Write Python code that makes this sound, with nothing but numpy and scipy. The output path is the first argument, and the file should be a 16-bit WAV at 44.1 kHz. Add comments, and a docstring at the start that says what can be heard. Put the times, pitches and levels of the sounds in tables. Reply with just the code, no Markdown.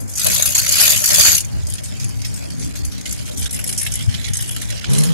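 """Mud truck at a flooded pit

A mud truck drives by, its wet exhaust spitting muddy spray with every firing: a loud splashing hiss on open throttle,
then soft gushes and spurts at idle. The spray is ringing droplets and mist; engines are sine lines and shaped noise.
Other trucks idle around it and one revs up at the end, over the faint hiss of an open field.
The hand-held microphone pair takes soft bumps; its two sides are opposite in polarity, so shared bass is out of phase."""
import sys
import numpy as np
from scipy import signal
from scipy.fft import rfft, irfft, next_fast_len
from scipy.io import wavfile
from scipy.ndimage import map_coordinates

SR = 44100
rng = np.random.default_rng(int(sys.argv[2]) if len(sys.argv) > 2 else 0)


def log_audio(samples):
    """Write samples as a 16-bit WAV file to the path given in sys.argv[1]."""
    # one column per channel
    frames = np.atleast_2d(samples).T
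    # limit to full scale, then quantise
    limited = np.clip(frames, -1, 1)
    pcm = np.round(limited * 32767).astype(np.int16)
    wavfile.write(sys.argv[1], SR, pcm)


N = 226497
TOP_HZ = 15750  # upper band limit of the sound

# Speed of the near truck's engine: (time [s], firing rate [firings/s])
FIRING_RATE = [(0.0, 50.5), (0.16, 49.5), (0.3, 62.2), (0.45, 64.8), (0.64, 62.0), (0.85, 74.6),
               (1.06, 68.8), (1.27, 85.9), (1.42, 69.5), (1.58, 56.7), (1.76, 58.2), (2.0, 64.3),
               (2.4, 63.4), (2.85, 63.0), (3.15, 59.7), (3.55, 60.2), (3.85, 57.2), (4.1, 58.2),
               (4.4, 56.9), (4.85, 56.4), (5.14, 62.3)]
# Pushes on its throttle: (peak time [s], half length [s], spray level [dB], pipe bark level [dB],
# muffler thud level [dB])
THROTTLE_PUSHES = [(0.267, 0.017, -24, -13.5, -33), (0.328, 0.035, -16.5, -35, -27),
                   (0.399, 0.026, -23, -28, -40.5), (0.566, 0.057, -18, -46, -45),
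                   (0.817, 0.085, -10, -31, -45), (0.91, 0.075, -11, -26, -31.5),
                   (1.141, 0.078, -12.5, -53, -40), (1.197, 0.015, -5, -15, -19.5),
                   (1.284, 0.023, -12, -20, -18), (1.336, 0.036, -19.5, -27, -22),
                   (2.425, 0.052, -39, -33, -53), (3.225, 0.034, -49, -43, -48),
                   (4.743, 0.023, -48, -28, -50)]
# Resonances of its exhaust pipe: (frequency [Hz], width [Hz], level [dB])
PIPE_MODES = [(503, 95, -1), (614.5, 51, 8), (915, 790, -13.5)]
# Resonances of its muffler: (frequency [Hz], width [Hz], level [dB])
MUFFLER_MODES = [(186, 41, 2.5), (466, 30, -3.5)]
# Its exhaust lines: (multiple of the firing rate, level [dB])
NEAR_LINES = [(1, 5), (1.5, -14), (2, 3), (2.5, -6), (3, -8)]
# The throttle opens once [s]
OPEN_S, ATTACK_S, HOLD_S, RELEASE_S = 0.17, 0.066, 1.15, 0.024
# Steady bark of the pipe, and what the open throttle adds to it [dB]
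BARK_CLOSED_DB, BARK_OPEN_DB = -47.5, -41.5
# Engine note at the closest point, and against the muffler thud [dB]
NOTE_PASS_DB, NOTE_THUD_DB = -35.5, -4
PASS_S, PASS_HALF_S = 3.7, 2.9  # closest time and half length of the pass [s]


def near_truck():
    """The throttle drives spray and exhaust; pulsing gas noise excites pipe and muffler with every push."""
    throttle = envelope(OPEN_S, ATTACK_S, HOLD_S, RELEASE_S)
    firing_hz = curve(FIRING_RATE)
    turn = 2 * np.pi * np.cumsum(firing_hz) / SR
    beat = np.cos(turn) - 0.16 * np.sin(2 * turn)  # a gas pulse rises faster than it dies
    bark = amp(BARK_CLOSED_DB) + amp(BARK_OPEN_DB) * throttle
    bark = bark + sum_swells((s, half, bark_db) for s, half, _, bark_db, _ in THROTTLE_PUSHES)
    thud = sum_swells((s, half, thud_db) for s, half, _, _, thud_db in THROTTLE_PUSHES)
    gas = rng.standard_normal(N) * amp(2.3 * beat + 6.5 * wobble(25.5))
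    pipe = bark * resonances(gas, PIPE_MODES) + thud * resonances(gas, MUFFLER_MODES)
    note_gain = np.hypot(amp(NOTE_PASS_DB) * swell(PASS_S, PASS_HALF_S), amp(NOTE_THUD_DB) * thud)
    note = note_gain * exhaust(firing_hz, NEAR_LINES)
    return spray(throttle, firing_hz) + ports(pipe + note, balance_db=3.5)


# Spray colour on open throttle: (frequency [Hz], left level [dB], right level [dB])
OPEN_COLOUR = [(494, -23.5, -17), (1030, -18, -17), (1410, -15, -8.5), (2020, -12.5, -10),
               (2470, -6.5, -4.5), (3630, -9, -6.5), (4770, -5, 2), (5410, -9, -8), (6200, 0, -0.5),
               (8440, -5.5, -6.5), (11840, 2, -18), (12400, -6, -14), (15600, -19, -16.5)]
# Spray colour at idle, truck side-on: (frequency [Hz], left level [dB], right level [dB])
SIDE_ON_COLOUR = [(820, -26, -40), (1420, -21, -1), (2020, -12, -1.5), (2430, -3.5, -0.5),
                  (3200, -5.5, -0.5), (3780, -12, -2), (5130, -1, 8), (5540, 6, -8), (6000, 4.5, 7.5),
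                  (7200, 5.5, 5.5), (9050, 5, 2), (10400, 6.5, -19), (12300, 3.5, -19), (13100, -10, -18),
                  (15200, -21, -20)]
# Spray colour at idle, truck tail-on: (frequency [Hz], left level [dB], right level [dB])
TAIL_ON_COLOUR = [(830, -14, -37), (1400, -17, -2.5), (2050, -11, 3), (2500, -8.5, -1), (3100, 3.5, 2.5),
                  (4200, -16, 2), (4730, -8, 1.5), (5100, -2, 5), (6900, 1, 5.5), (9440, 5, 4),
                  (11050, 8.5, -9.5), (12120, 1.5, -7), (12500, -18, -24), (15000, -40, -30)]
# Passing swells of spray colour: (frequency [Hz], depth [dB])
SPRAY_SWELLS = [(2500, 4), (7000, 3), (11000, 3.5)]
# Narrow resonances that shift as water sloshes in the pipe: (frequency [Hz], depth [dB])
CAVITY_SWELLS = [(1000, 2.4), (3000, 4.2), (11000, 4.2)]
# Brief dropouts of the spray: (time [s], depth [dB])
SPRAY_GAPS = [(.418, -6), (0.542, -12.5), (1.815, -7), (2.732, -18), (2.829, -22), (3.306, -15),
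              (3.489, -18), (4.075, -6), (4.506, -10), (4.805, -15)]
GAP_HALF_S = 0.004
TURN_S, TURN_LENGTH_S = 2.98, 0.62  # the truck turns its tail to the listener [s]
SNAP_IDLE_DB = 11  # single drops stand out more while the throttle is closed


def spray(throttle, firing_hz):
    """Each firing throws a puff of droplets; throttle and heading change their colour."""
    drops = spatter(shared=0.16, lag=0.0006935)
    drops = patchy(drops, SPRAY_SWELLS, width_hz=338.2, life=.022, size=512)
    drops = patchy(drops, CAVITY_SWELLS, width_hz=110, life=.07, size=2048)
    turned = np.clip((np.arange(N) / SR - TURN_S) / TURN_LENGTH_S, 0, 1)
    idle = (1 - turned) * coloured(drops, SIDE_ON_COLOUR) + turned * coloured(drops, TAIL_ON_COLOUR)
    wet = unit(np.sqrt(throttle) * coloured(drops, OPEN_COLOUR) + np.sqrt(1 - throttle) * idle)
    splat = filtered(wet, lambda hz: 1 / (1 + (hz / 5000) ** 6))
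    fizz = wet - splat
    puff = puffs(firing_hz)
    flicker = amp(1.03 * wobble(130) + 0.28 * wobble(32))
    drop_gain = np.hypot(1, snaps() * amp(SNAP_IDLE_DB * (1.0 - throttle)))
    heavy, fine = flow_levels(throttle) * flicker * drop_gain
    # the fine fizz follows the firings more sharply than the heavy splat
    flow = splat * heavy * puff ** 0.23 * amp(1.5 * wobble(30))
    flow = flow + fizz * fine * puff * amp(-5.0 + 0.54 * wobble(45))
    flow = flow + throttle * fine * unit(puff ** 1.4) * squirts(firing_hz)
    gaps = amp(sum(db * swell(s, GAP_HALF_S) for s, db in SPRAY_GAPS))
    scatter = amp(0.31 * wobble(40) * np.array([[1], [-1]]))  # to either side
    return gaps * (flow + spurts(splat, fizz)) * scatter


# Gushes of water through the idling pipe: (start time [s], hold [s], flow level [dB],
# tilt from fizz towards splat [dB])
WATER_GUSHES = [(0, 0.014, -39, -11), (0.07, 0.11, -30, -14), (1.664, 0.054, -40.5, -18),
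                (2.603, 0.038, -36, -6), (3.058, 0.081, -32, 1), (3.364, 0.024, -24.5, -7),
                (3.517, 0.041, -33.5, 0), (3.652, 0.055, -27, -8), (3.782, 0.039, -25.5, -9),
                (3.903, 0.097, -27.5, -2.5), (4.082, 0.17, -30.5, 6), (4.34, 0.1, -27, -6),
                (4.518, 0.25, -32.5, 2.5), (4.698, 0.26, -45, 23.5), (4.891, 0.15, -24.5, -3),
                (5.07, .07, -34.5, 7.5)]
GUSH_ATTACK_S, GUSH_RELEASE_S = 0.016, 0.1
# Flow level and tilt towards splat [dB]: open throttle, then the dribble that runs on from its start
OPEN_DB, OPEN_TILT_DB, DRIBBLE_DB, DRIBBLE_TILT_DB = -17, -5.5, -37, 4.5
PUSH_TILT_DB = -0.5


def flow_levels(throttle):
    """Flow in low splat and high fizz: throttle, dribble, pushes and gushes summed as powers."""
    dribble = np.arange(N) / SR > OPEN_S
    flows = [(throttle, OPEN_DB, OPEN_TILT_DB), (dribble, DRIBBLE_DB, DRIBBLE_TILT_DB)]
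    flows += [(swell(s, half), db, PUSH_TILT_DB) for s, half, db, _, _ in THROTTLE_PUSHES]
    for s, hold, db, tilt_db in WATER_GUSHES:
        flows.append((envelope(s, GUSH_ATTACK_S, hold, GUSH_RELEASE_S), db, tilt_db))
    tilt = np.array([[.68], [-.3]])  # share of the tilt in splat and in fizz
    return np.sqrt(sum((shape * amp(db + tilt_db * tilt)) ** 2 for shape, db, tilt_db in flows))


# Rise and fade [s], lead [cycles], constant mist added to the puffs and scatter of puff sizes [dB]
PUFF_RISE_S, PUFF_FADE_S, PUFF_LEAD, PUFF_MIST_DB, PUFF_SCATTER_DB = 0.0038, 0.004, 0.27, -16, 1.5


def puffs(firing_hz):
    """One puff per firing, rising quickly and fading, each of its own size; rms 1."""
    cycles = np.cumsum(firing_hz) / SR + PUFF_LEAD
    age = cycles % 1 / firing_hz
    size = amp(PUFF_SCATTER_DB * rng.standard_normal(N))[cycles.astype(int)]
    shape = (1 - np.exp(-(age / PUFF_RISE_S) ** 2)) * np.exp(-age / PUFF_FADE_S)
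    return unit(size * shape + amp(PUFF_MIST_DB))


# Rings of each squirt on open throttle: (frequency [Hz], level [dB], left-right balance [dB])
RINGS = [(6820, -9.5, -0.5), (11300, -13, 8)]
SQUIRT_SCATTER, SQUIRT_FLUTTER = .06, .03  # pitch spread between firings and within one [share]


def squirts(firing_hz):
    """Water forced through the pipe rings, at slightly new pitches with each firing."""
    firing = (np.cumsum(firing_hz) / SR + PUFF_LEAD).astype(int)
    out = np.zeros((2, N))
    for hz, db, balance_db in RINGS:
        scatter = SQUIRT_SCATTER * rng.standard_normal(N)[firing]
        pitch = hz * (1 + scatter + SQUIRT_FLUTTER * wobble(900))
        turn = 2 * np.pi * np.cumsum(pitch) / SR + 2 * np.pi * rng.random((2, N))[:, firing]
        out += amp(db + balance_db * np.array([[.5], [-.5]])) * np.sin(turn)
    return out


# Sudden spurts of mud and water: (time [s], high fizz level [dB], low splat level [dB],
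# fade time [s], ring frequency [Hz])
MUD_SPURTS = [(0.002, -27.5, -60, 0.01, 10900), (0.077, -34, -50, 0.0024, 7000),
              (0.09, -34, -50, 0.011, 10300), (0.152, -23, -43, 0.032, 6960),
              (0.177, -16, -26, 0.0044, 7000), (0.193, -19, -36, 0.0057, 11000),
              (0.234, -18, -27, 0.0037, 7000), (0.243, -12.5, -20, .005, 11300),
              (0.262, -4.5, -5, 0.0038, 9500), (.312, -15, -26, .004, 6900),
              (0.341, -10, -16, 0.0042, 11500), (0.359, -13, -7, 0.0059, 3630),
              (0.422, 3.5, -8, 0.0033, 7050), (0.454, -13, -21, 0.015, 10400),
              (0.547, -10, -22, 0.01, 7150), (.578, -8, -16, 0.0047, 6300), (0.591, -6, -19, 0.0042, 11500),
              (0.689, -5, -27, 0.0044, 7200), (0.719, -8.5, -20, 0.0082, 11700),
              (0.803, -7, -26, 0.0068, 11600), (0.833, -10, -18, 0.0041, 11700),
              (0.876, -10, -4, .005, 7000), (0.901, -5, -14, 0.0045, 6300), (1.039, -2, -5.5, 0.0042, 5800),
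              (1.056, 0, -24, 0.0038, 11000), (1.084, -8, -20, 0.0031, 11300),
              (1.102, -15, -7, 0.006, 6700), (1.139, -9, -6, 0.01, 7250), (1.207, -11, -7.5, 0.028, 6700),
              (1.247, -16.5, -5.5, 0.05, 7000), (1.323, -10, -14, 0.0037, 7000),
              (1.347, -3.5, -15, 0.0061, 6700), (1.377, -6, -28, 0.0031, 11800),
              (1.403, -13.5, -22, 0.0086, 6600), (1.446, -18, -40, 0.0038, 6760),
              (1.667, -24.5, -54, 0.0069, 7900), (1.697, -25, -44, 0.0087, 8700),
              (1.735, -17, -30, 0.0048, 9100), (1.751, -24, -28, 0.0044, 7000),
              (1.78, -36, -22, 0.012, 2800), (1.833, -29, -32, 0.028, 8700),
              (1.965, -34, -27, 0.005, 11000), (1.995, -33, -31, 0.033, 6500),
              (2.042, -18, -20, 0.0039, 10000), (2.089, -26, -41, 0.0047, 10700),
              (2.215, -26.5, -21, 0.0052, 5170), (2.245, -29, -22, 0.02, 5230),
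              (2.339, -23, -40, 0.0046, 8700), (2.359, -36, -52, 0.023, 8600),
              (2.501, -31.5, -21, 0.006, 10500), (2.593, -30, -47, 0.012, 9900),
              (2.62, -38, -32, 0.023, 5900), (2.752, -32, -27, 0.028, 6340),
              (2.847, -23, -50, 0.011, 10600), (2.917, -35, -26, 0.0089, 5140),
              (2.979, -31, -37, 0.0035, 9500), (3.009, -24, -18, 0.0036, 9500),
              (3.054, -25.5, -18.5, 0.016, 3170), (3.089, -27, -31, 0.0055, 6750),
              (3.108, -20, -35, 0.0057, 6900), (3.123, -15.5, -39, 0.0055, 11100),
              (3.188, -38, -23, 0.01, 2460), (3.253, -38, -32, 0.11, 6260), (3.372, -26, -45, 0.01, 10500),
              (3.418, -36, -26, 0.023, 5460), (3.456, -24, -14.5, 0.0088, 3700),
              (3.507, -18.5, -40, 0.0075, 10500), (3.526, -20.5, -33, 0.0086, 10400),
              (3.542, -21, -29, 0.0094, 10700), (3.588, -26, -18.5, 0.012, 10700),
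              (3.612, -30, -34, 0.0034, 7000), (3.639, -16, -18.5, 0.0062, 11000),
              (3.674, -13, -26, 0.0052, 10600), (3.689, -20, -18, 0.01, 10500),
              (3.724, -17, -17, 0.0065, 11200), (3.775, -12, -32, 0.012, 6640),
              (3.811, -18, -17, 0.0071, 10900), (3.828, -17, -22, 0.0044, 10800),
              (3.862, -22.5, -10.5, 0.0093, 3270), (3.917, -24, -37, .009, 8300),
              (3.936, -15, -38, 0.006, 7000), (3.953, -17, -41, 0.0061, 10800),
              (4.14, -40, -12.5, 0.0071, 3560), (4.241, -30, -16, 0.011, 3980),
              (4.28, -31, -14.5, 0.0054, 3520), (4.332, -20, -24, 0.016, 6700),
              (4.367, -15.5, -37, 0.0073, 10600), (4.408, -18, -32, .005, 10900),
              (4.421, -16.5, -20, 0.0048, 10500), (4.489, -19, -18.5, 0.0054, 10300),
              (4.506, -26.5, -33, 0.016, 10800), (4.561, -26, -17, 0.0093, 3060),
              (4.612, -27.5, -24, 0.017, 11100), (4.701, -18.5, -13, 0.0046, 5950),
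              (4.841, -39, -8, 0.0051, 3300), (4.932, -18, -13, 0.0042, 10700),
              (4.947, -22, -13, 0.0052, 7000), (4.981, -12, -14, 0.0046, 10500),
              (5.006, -20, -12, 0.0032, 10900), (5.033, -15, -16, 0.0059, 10600)]
# Rise [s], sharpness of the ring, and its level against the burst [dB]
SPURT_RISE_S, SPURT_RING_Q, SPURT_RING_DB = 0.0029, 12, 5


def spurts(splat, fizz):
    """Each spurt is a sudden burst of droplets that rings a resonance at its own pitch."""
    out, t = np.zeros((2, N)), np.arange(SR // 10) / SR
    for s, fizz_db, splat_db, fade, hz in MUD_SPURTS:
        start = round(s * SR)
        span = slice(start, start + len(t))
        shape = (1 - np.exp(-(t / SPURT_RISE_S) ** 2)) * np.exp(-t / fade)
        spurt = amp(fizz_db) * burst(fizz, span, shape) + amp(splat_db) * burst(splat, span, shape)
        ring = signal.lfilter(*signal.iirpeak(hz, SPURT_RING_Q, fs=SR), spurt)
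        out[:, span] += spurt + amp(SPURT_RING_DB) * ring
    return out


def burst(x, span, shape):
    """A stretch of the droplet noise x under a shape, at the mean strength of x."""
    piece = x[:, span] * shape
    return piece * x.std() * np.sqrt(np.mean(shape ** 2) / np.mean(piece ** 2))


# Fat drops: rate [1/s], least size and size range against the flow [dB], fade time [s]
SNAPS_PER_S, SNAP_LEAST_DB, SNAP_RANGE_DB, SNAP_S = 82, -20, 12, 0.00087


def snaps():
    """Fat drops snap out of the flow at random: a sudden start and a quick fade each."""
    when, size = rng.random((int(SNAPS_PER_S * N / SR), 2)).T
    hits = np.bincount((when * N).astype(int), amp(SNAP_LEAST_DB + SNAP_RANGE_DB * size), N)
    return signal.lfilter([1], [1, -np.exp(-1 / (SNAP_S * SR))], hits)


def spatter(shared, lag):
    """Stereo droplets; the shared part reaches the left later and the right inverted."""
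    near, left, right = (droplets(ring=0.0008, spread_db=13.5, mist_db=0.5, count=16000) for _ in range(3))
    both = filtered(near, lambda hz: np.array([np.exp(-2j * np.pi * hz * lag), -np.ones_like(hz)]))
    return np.sqrt(shared) * both + np.sqrt(1 - shared) * np.array([left, right])


def droplets(ring, spread_db, mist_db, count):
    """Droplets burst at random, each ringing briefly at its own rising pitch, amid a fine noise mist."""
    when, pitch, size, phase = rng.random((count, 4)).T[..., None]
    t = np.arange(SR // 150) / SR
    cycles = pitch * TOP_HZ * t * (1 + 4 * t) + phase
    pings = amp(spread_db * size ** 2) * np.exp(-t / ring) * np.sin(2 * np.pi * cycles)
    where = (when * N).astype(int) + np.arange(len(t))
    drops = unit(np.bincount(where.ravel(), pings.ravel(), N)[:N])
    return unit(drops + amp(mist_db) * rng.standard_normal(N))


# Exhaust lines of the revving truck: (multiple of the firing rate, level [dB])
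REVVING_LINES = [(1, -3.5), (1.5, -12), (2, -30), (3, -18)]
# Colour of its roar: (frequency [Hz], level [dB])
ROAR_COLOUR = [(40, -43), (100, -14), (155, 3), (215, 2.5), (300, -10.5), (500, -11), (700, -19),
               (1000, -17), (2000, -27), (4000, -72)]
REV_S, REV_ATTACK_S, REV_HOLD_S, REV_RELEASE_S, ROAR_DB, REV_NOTE_DB = 4.845, 0.077, 0.085, 0.3, -24, -14.5
REV_IDLE_HZ, REV_TOP_HZ, REV_LAG_S = 99.1, 173, .12  # firing rate climbs from idle towards the top


def revving_truck():
    """Another truck opens up: a rising exhaust note in a rough noise roar."""
    since = np.maximum(np.arange(N) / SR - REV_S, 0)
    firing_hz = REV_TOP_HZ - (REV_TOP_HZ - REV_IDLE_HZ) * np.exp(-since / REV_LAG_S)
    note = ports(amp(REV_NOTE_DB) * exhaust(firing_hz, REVVING_LINES), balance_db=0.7)
    roar = amp(ROAR_DB) * low_noise(ROAR_COLOUR, apart_db=0, balance_db=-0.5)
    return envelope(REV_S, REV_ATTACK_S, REV_HOLD_S, REV_RELEASE_S) * (note + roar)


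# Soft bumps of the hand: (time [s], peak level [dB], frequency [Hz], half length [s],
# left-right balance [dB])
HAND_BUMPS = [(1.729, -15.5, 100, 0.02, 3), (2.846, -15, 64.3, 0.013, 3.5), (2.884, -15, 72, 0.014, -3.5),
              (4.087, -8, 104, 0.0098, 8.5), (4.15, -22.5, 170, 0.011, 6.5), (4.309, -12, 113, 0.0075, 3.5),
              (4.655, -14, 95, 0.0061, 1.5), (4.889, -13, 97, 0.0057, 7.5)]


def bumps():
    """Each soft bump rocks the microphones for a cycle or two, with a faint octave above."""
    out, t = np.zeros((2, N)), np.arange(N) / SR
    for s, db, hz, half, balance_db in HAND_BUMPS:
        turn = 2 * np.pi * hz * (t - s)
        rock = np.cos(turn) + amp(-20.5) * np.sin(2 * turn)
        out -= ports(amp(db) * swell(s, half) * rock, balance_db)
    return out


# Exhaust lines of the first idling truck: (multiple of the firing rate, level [dB])
FIRST_LINES = [(1, -1), (2.5, -17), (3, -4), (4, -3.5), (4.5, -13.5), (5, -26), (7, -26)]
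# Exhaust lines of the second: (multiple of the firing rate, level [dB])
SECOND_LINES = [(1, -36), (1.5, -26), (2, 4), (2.5, -3), (3, -26)]
# Level swells of the second: (peak time [s], half length [s], level [dB])
SECOND_SURGES = [(.33, 0.12, -23), (1.1, 0.61, -30.5), (2.17, 0.22, -22), (4.2, 0.41, -27.5)]
# Burble colour of the first: (frequency [Hz], level [dB])
BURBLE_COLOUR = [(120, -12.5), (270, -1), (420, -13.5), (800, -32), (2000, -58)]
# Lumps in its burble: (peak time [s], half length [s], level [dB])
BURBLE_LUMPS = [(0.067, .12, -43), (1.954, 0.08, -50), (2.62, 0.017, -40), (2.803, 0.019, -37),
                (2.94, .025, -37), (3.1, .04, -36.5), (3.384, 0.021, -45), (3.54, 0.044, -46)]
# Colour of the uneven exhaust rumble: (frequency [Hz], level [dB])
RUMBLE_COLOUR = [(20, -40), (48, -8.5), (62, 1.5), (80, 1.5), (110, -5.5), (145, -4.5), (205, -11),
                 (270, -16), (360, -21.5), (470, -21.5), (600, -23.5), (760, -22), (1100, -31.5),
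                 (2500, -41.5)]
# Passing swells of colour in burble and rumble: (frequency [Hz], depth [dB])
RUMBLE_SWELLS = [(260, 5.4), (450, 3.8)]
# First truck: idle firing rate and level; a gentle rev lifts both
FIRST_HZ, FIRST_DB, FIRST_REV_HZ, FIRST_REV_DB = 59.5, -39.5, 6.4, 9
FIRST_REV_S, FIRST_REV_HALF_S = 2.9, 0.96
SECOND_HZ, SECOND_DB = 52.8, -30.5


def trucks():
    """Two idling engines, the first with a lumpy burble, over the uneven rumble of the others."""
    rev = swell(FIRST_REV_S, FIRST_REV_HALF_S)
    first_db = FIRST_DB + FIRST_REV_DB * rev
    first = amp(first_db) * exhaust(FIRST_HZ + FIRST_REV_HZ * rev, FIRST_LINES)
    surges = sum((amp(db) * swell(s, half)) ** 2 for s, half, db in SECOND_SURGES)
    second_gain = np.sqrt(amp(SECOND_DB) ** 2 + surges)
    second = second_gain * exhaust(SECOND_HZ + 1.156 * wobble(1.5), SECOND_LINES)
    burble_gain = (amp(first_db - 12.0) + sum_swells(BURBLE_LUMPS)) * amp(4.2 * wobble(20))
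    burble = low_noise(BURBLE_COLOUR, apart_db=-1.5, balance_db=7.0)
    burble = burble_gain * patchy(burble, RUMBLE_SWELLS, width_hz=41.8, life=0.062, size=2048)
    rumble = low_noise(RUMBLE_COLOUR, apart_db=-6.0, balance_db=-0.5)
    rumble = patchy(rumble, RUMBLE_SWELLS, width_hz=75.7, life=0.11, size=2048)
    throb = amp(1.54 * wobble(16))  # all of them rise and fall together
    return throb * (ports(first + second, balance_db=2.5) + burble + amp(-30.5) * rumble)


# Loping engines: swell of each line [dB], stumble of the speed [share], phase drift of each line [rad]
LOPE_DB, STUMBLE, WANDER_RAD = 4, 0.03, 0.61


def exhaust(firing_hz, lines):
    """Lines of one engine, each swelling and wandering as the cylinders fire unevenly; rms 1."""
    phase = 2 * np.pi * np.cumsum(firing_hz * (1 + STUMBLE * wobble(22))) / SR
    out = np.zeros(N)
    for multiple, db in lines:
        gain = amp(db + LOPE_DB * wobble(24))
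        drift = WANDER_RAD * wobble(28) + 2 * np.pi * rng.random()
        out += gain * np.sin(round(2 * multiple) / 2 * phase + drift)
    return unit(out)


# Colour of the far field hiss: (frequency [Hz], level [dB])
AIR_COLOUR = [(200, 15), (900, 10), (2400, 10), (4000, -26), (7000, 11.5), (11000, -26), (15500, -30)]


def air():
    """Faint hiss of the open field: shaped noise, separate on each side."""
    noise = rng.standard_normal((2, N))
    return amp(-46.5) * unit(filtered(noise, lambda hz: along(AIR_COLOUR, hz)))


def ports(x, balance_db):
    """A low sound reaches both microphones, with opposite signs."""
    return np.array([x * amp(balance_db / 2), -x * amp(-balance_db / 2)])


def low_noise(colour, apart_db, balance_db):
    """Noise of rms 1: a part common to both microphones plus a separate part on each."""
    noise = filtered(rng.standard_normal((3, N)), lambda hz: along(colour, hz))
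    return unit(ports(noise[0], balance_db) + amp(apart_db) * noise[1:])


def patchy(x, depths, width_hz, life, size):
    """Random swells of gain, each covering one band for a moment; rms 1."""
    hz, t, z = signal.stft(x, SR, nperseg=size)
    knots = rng.standard_normal((int(hz[-1] / width_hz) + 3, int(t[-1] / life) + 3))
    field = map_coordinates(knots, np.meshgrid(hz / width_hz, t / life, indexing="ij"), order=1)
    depth_db = np.interp(hz, *np.transpose(depths))[:, None]
    return unit(signal.istft(z * amp(depth_db * field), SR, nperseg=size)[1][..., :N])


def coloured(pair, colour):
    """Each side gets its own colour, with the bass rolled off; rms 1."""
    table = np.array(colour)

    def response(hz):
        sides = np.array([along(table[:, [0, side]], hz) for side in (1, 2)])
        return hz ** 2 / (hz ** 2 + 400 ** 2) * sides

    return unit(filtered(pair, response))


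def resonances(x, modes):
    """x through (Hz, width Hz, dB) band-pass resonances of alternating sign; rms 1."""
    def response(f):
        total = 0
        for k, (centre, width, db) in enumerate(modes):
            damping = 1j * f * width
            total = total + (-1) ** k * amp(db) * damping / (centre * centre - f * f + damping)
        return total

    return unit(filtered(x, response))


def filtered(x, response):
    """x times a complex response of frequency."""
    m = next_fast_len(N + SR // 4)
    return irfft(rfft(x, m) * response(np.fft.rfftfreq(m, 1 / SR)), m)[..., :N]


def envelope(start, attack, hold, release):
    """A straight attack, a hold and a straight release, 0-1."""
    t = np.arange(N) / SR - start
    return np.clip(np.minimum(t / attack, 1 - (t - attack - hold) / release), 0, 1)


def swell(peak, half):
    """A bell-shaped rise and fall, 0-1."""
    return np.exp(-((np.arange(N) / SR - peak) / half) ** 2)


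def sum_swells(rows):
    """Summed gain of (peak s, half length s, dB) swells."""
    return sum(amp(db) * swell(s, half) for s, half, db in rows)


def wobble(rate):
    """A smooth random curve, rate knots a second."""
    return map_coordinates(rng.standard_normal(int(N * rate / SR) + 4), [np.arange(N) * rate / SR])


def curve(points):
    """(s, value) points joined by straight lines, one value per sample."""
    return np.interp(np.arange(N) / SR, *np.transpose(points))


def along(points, hz):
    """Gain of (Hz, dB) points on a log axis."""
    f, db = np.transpose(points)
    return amp(np.interp(np.log(hz + 1), np.log(f + 1), db))


def amp(db):
    """Decibels to gain."""
    return 10 ** (np.asarray(db) / 20)


def unit(x):
    """x at rms 1."""
    return x / np.sqrt(np.mean(x ** 2) + 1e-20)


def scene():
    """The near truck, the revving truck and the hand bumps, over the idling trucks and the open field."""
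    return near_truck() + revving_truck() + bumps() + trucks() + air()


def record(dry):
    """Peaks near full scale are rounded off, then everything above the band limit is removed."""
    limited = dry / (1 + np.abs(dry / .95) ** 6) ** (1 / 6)
    return filtered(limited, lambda hz: hz < TOP_HZ)


dry = scene()
out = record(dry)
log_audio(out)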